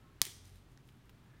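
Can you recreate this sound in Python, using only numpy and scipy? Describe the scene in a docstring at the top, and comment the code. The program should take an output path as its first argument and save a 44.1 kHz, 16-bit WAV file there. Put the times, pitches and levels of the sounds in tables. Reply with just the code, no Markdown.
"""A low rumble, then one sharp crack: a fresh green bean snapped close by in a hard-walled room.
The pod breaks in a single pulse, two last fibres give way just after, and the room rings briefly.
Fingers then turn the pod with faint ticks, crinkles, slides and dull bumps.
Hiss, a midrange wash and faint far-off tones lie underneath with the rumble."""
import sys
import numpy as np
from scipy import signal
from scipy.fft import rfft, irfft
from scipy.io import wavfile

SR = 44100
rng = np.random.default_rng(int(sys.argv[2]) if len(sys.argv) > 2 else 0)


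def master_out(mix):
    """Clip the mix to full scale and print it as 16-bit PCM to the path in sys.argv[1]."""
    frames = np.transpose(np.atleast_2d(mix))
    ceiling = np.clip(frames, -1, 1)
    pcm = np.round(ceiling * 32767).astype(np.int16)
    wavfile.write(sys.argv[1], SR, pcm)


N = 61739
TIME_S = np.arange(N) / SR

# rumble and hiss spectrum: f/Hz, relative density/dB
AIR_SPECTRUM = [(25, -10.5), (32, -14.5), (53, -2), (70, -7), (125, -1.5), (190, -11), (240, -10.5),
                (400, -16), (520, -23), (1070, -24.5), (2280, -29), (3500, -31), (5000, -36.5), (9500, -41),
                (11000, -42), (16000, -44)]
# midrange wash envelope: t/s, level/dB
WASH_ENVELOPE = [(0, -80), (.18, -77.5), (.7, -89.5), (.95, -81.5), (1.2, -77.5), (1.4, -75)]
# low drones and far-off tones: middle t/s, half length/s, f/Hz, width/Hz, level/dB
DRONES = [(0.52, 0.64, 44, 5.4, -67.5), (0.33, 0.38, 91, 4.3, -60), (0.826, 0.16, 130, 15, -62),
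          (1.257, 0.26, 140, 60, -64.5), (0.094, .055, 1080, 30, -73), (0.061, 0.078, 1310, 83, -77),
          (1.338, 0.081, 1714, 130, -75)]
# scatter from hands and nearby things: delay/s, energy/dB, t60/s
NEAR_SCATTER = [(.0005, -14, .015), (.0036, -23, .03), (.0078, -19.5, 0.03)]
# diffuse room tail: f/Hz, level/dB, t60/s
ROOM_TAIL = [(149.5, -11.5, 1), (700, -12, 0.34), (1830, -15, 0.43), (2720, -10.5, .48), (3600, -14.5, .5),
             (5000, -19, 0.65), (7400, -14, 0.44), (9500, -17, .46), (11500, -18.7, 0.44),
             (16000, -20.5, 0.31)]
# bumps of hands and pod: t/s, level/dB, f/Hz, t60/s
HAND_BUMPS = [(0.2185, -37, 110, .045), (0.2668, -42, 370, .03), (0.668, -56, 280, .04),
              (0.962, -55, 235, .09), (1.127, -52, 120, .07), (1.276, -53, 140, .06)]
# skin sliding on the pod: middle t/s, half length/s, level/dB
SLIDES = [(0.464, 0.047, -69), (0.554, 0.064, -73), (0.722, 0.03, -79), (0.886, 0.03, -75.5)]
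# slide spectrum: f/Hz, relative level/dB
SLIDE_SPECTRUM = [(1000, -2.5), (4000, 2.5), (8000, -3), (9400, 2), (10500, -7), (13000, -3.5),
                  (16000, -15)]
# crinkles of the pod's skin: t/s, level/dB
SKIN_CRINKLES = [(0.719, -52), (0.856, -55), (0.877, -50), (0.8895, -50), (0.924, -53.5), (0.9685, -54),
                 (1.0565, -52.5), (1.245, -57)]
# finger ticks: t/s, level/dB, f/Hz, width/Hz, grain t60/s, grains re click/dB
FINGER_TICKS = [(0.4557, -30, 7420, 3450, 0.0033, -1), (0.4762, -38, 9125, 3000, 0.0071, 1),
                (0.556, -47.5, 7950, 12000, .04, 6), (0.7752, -31.5, 5400, 3800, 0.0049, -7),
                (0.7755, -30.5, 1760, 800, 0.0053, -5), (0.8898, -35.5, 2777, 2600, 0.02, -0.5),
                (1.0945, -34, 2300, 5500, 0.03, -2.5), (1.0962, -44.5, 12000, 11980, 0.027, 2.5)]
# tick filter: f/Hz, gain/dB
TICK_SPECTRUM = [(200, -7), (800, 9), (1700, 3), (3300, 3.5), (4700, -2.5), (5600, 2), (7500, -5.5),
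                 (10000, -2), (15000, 3)]
# last fibres tearing: t/s, level/dB, f/Hz, width/Hz, grain t60/s, grains re click/dB
LAST_FIBRES = [(0.2529, -11.5, 4400, 5000, .004, -13), (0.2531, -18, 12500, 6500, .004, -8),
               (0.2668, -19, 2600, 3400, 0.006, -7), (0.2668, -22.5, 11000, 9000, .004, -7)]
# spectrum of the breaking pod: f/Hz, gain/dB
CRACK_SPECTRUM = [(80, -13.5), (130, -10.5), (300, -11.5), (480, -17.5), (750, -15.5), (1200, -7.5),
                  (1500, -13), (1850, -6), (2350, -5.5), (2680, -13), (3200, -2), (6000, 0), (7500, -5),
                  (9600, -1.5), (11000, -7), (15500, -7)]


def from_db(db):
    """Decibels to gain."""
    return 10 ** (np.asarray(db) / 20)


def unit_rms(x):
    """Scale to rms 1."""
    return x / np.sqrt(np.mean(x ** 2) + 1e-20)


def at_hz(table, hz, column=1):
    """Interpolate a table column over log frequency."""
    table = np.array(table)
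    return np.interp(np.log(np.maximum(hz, 1)), np.log(table[:, 0]), table[:, column])


def colour(x, spectrum, size=4096):
    """Minimum-phase filter with the given spectrum."""
    gain = from_db(at_hz(spectrum, np.linspace(0, SR / 2, size // 2 + 1)))
    cepstrum = irfft(np.log(gain))
    cepstrum[1:size // 2] *= 2
    cepstrum[size // 2 + 1:] = 0
    response = irfft(np.exp(rfft(cepstrum)))
    return signal.fftconvolve(x, response)[:N]


def click(at_s):
    """Unit impulse."""
    return signal.unit_impulse(N, round(at_s * SR))


def burst(start_s, t60_s):
    """Decaying noise of energy 1."""
    envelope = (TIME_S >= start_s) * from_db(-60 * np.maximum(TIME_S - start_s, 0) / t60_s)
    return unit_rms(envelope * rng.standard_normal(N)) / np.sqrt(N)


def swell(middle_s, half_s):
    """Gaussian rise and fall."""
    return np.exp(-((TIME_S - middle_s) / half_s) ** 2)


def noise(gain_at):
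    """Steady noise of rms 1, shaped by gain_at(hz)."""
    white = rfft(rng.standard_normal(N))
    hz = np.arange(len(white)) * SR / N + 0.00093  # keeps clear of 0 Hz
    return unit_rms(irfft(white * gain_at(hz), N))


def resonant_noise(hz, width_hz):
    """Noise twice through one resonance."""
    return noise(lambda f: 1 / (1 + ((f * f - hz * hz) / (f * width_hz)) ** 2))


def crackle(at_s, db, hz, width_hz, t60_s, grains_db):
    """A click and a short crumble of grains, twice through one broad resonance."""
    resonance = signal.iirpeak(min(hz, 0.45 * SR), hz / min(width_hz, 0.4 * SR), fs=SR)
    grains = click(at_s) + from_db(grains_db) * burst(at_s, t60_s) + 1e-18
    return from_db(db) * signal.lfilter(*resonance, signal.lfilter(*resonance, grains))


def background(air_db=-62):
    """Steady rumble and hiss, a midrange wash, and drones and tones that come and go."""
    air = from_db(air_db) * noise(lambda hz: from_db(at_hz(AIR_SPECTRUM, hz)))
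    wash_db = np.interp(TIME_S, *np.transpose(WASH_ENVELOPE))
    wash = from_db(wash_db) * resonant_noise(hz=1300, width_hz=1300)
    drones = sum(from_db(db) * swell(middle_s, half_s) * resonant_noise(hz, width_hz)
                 for middle_s, half_s, hz, width_hz, db in DRONES)
    return air + wash + drones


def room(x, delay_s=0.003, build_s=0.014):
    """Direct sound, near scatter, and a diffuse tail that dies band by band."""
    response = click(0) + sum(from_db(db) * burst(at_s, t60_s) for at_s, db, t60_s in NEAR_SCATTER)
    white = rfft(rng.standard_normal(N))
    hz = np.arange(len(white)) * SR / N
    age_s = np.maximum(TIME_S - delay_s, 0)
    edges_hz = np.r_[60, np.geomspace(500, 18000, 12)]
    for low_hz, high_hz in zip(edges_hz, edges_hz[1:]):
        centre_hz = np.sqrt(low_hz * high_hz)
        t60_s = at_hz(ROOM_TAIL, centre_hz, column=2)
        envelope = (1 - np.exp(-age_s / build_s)) * from_db(-60 * age_s / t60_s)
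        band = irfft(white * (hz >= low_hz) * (hz < high_hz), N)
        response += from_db(at_hz(ROOM_TAIL, centre_hz)) * band * unit_rms(envelope) / np.sqrt(N)
    return signal.fftconvolve(x, response)[:N]


def bumps(contact_s=0.003):
    """Soft contacts of hands and pod, first on recoil from the break: a few dying low cycles each."""
    out = np.zeros(N)
    for at_s, db, hz, t60_s in HAND_BUMPS:
        age_s = np.maximum(TIME_S - at_s, 0)
        attack = 1 - np.exp(-age_s / contact_s)
        out += attack * from_db(db - 60 * age_s / t60_s) * np.sin(2 * np.pi * hz * age_s)
    return out


def slides(slips_per_s=2900, spread_db=3):
    """Skin slides along the pod in dense tiny slips."""
    slips = (rng.random(N) < slips_per_s / SR) * rng.choice([-1, 1], N)
    strength = from_db(spread_db * rng.standard_normal(N))
    pressure = sum(from_db(db) * swell(middle_s, half_s) for middle_s, half_s, db in SLIDES)
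    return pressure * unit_rms(colour(slips * strength, SLIDE_SPECTRUM))


def crinkles():
    """The pod's skin gives tiny crisp crackles."""
    return sum(crackle(at_s, db, hz=11000, width_hz=11000, t60_s=0.007, grains_db=0)
               for at_s, db in SKIN_CRINKLES)


def ticks():
    """Fingers tick on the pod as they turn it."""
    return colour(sum(crackle(*tick) for tick in FINGER_TICKS), TICK_SPECTRUM)


def snap(at_s=0.2169, pulse_db=8, dispersion=0.52):
    """The pod breaks in one pulse; the last fibres tear just after."""
    crack = colour(from_db(pulse_db) * click(at_s), CRACK_SPECTRUM)
    fibres = sum(crackle(*fibre) for fibre in LAST_FIBRES)
    # all-pass: the pod carries treble faster than bass
    return signal.lfilter([-dispersion, 1], [1, -dispersion], crack + fibres)


def scene():
    """Bean and hands in the room, over the background; mono."""
    close_sounds = snap() + slides() + crinkles() + ticks() + bumps()
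    return (room(close_sounds) + background())[None]


def record(dry):
    """Steep low-pass, 60 dB down from 16.8 kHz."""
    return signal.sosfilt(signal.cheby2(12, 60, 16800, fs=SR, output="sos"), dry)


dry = scene()
out = record(dry)
master_out(out)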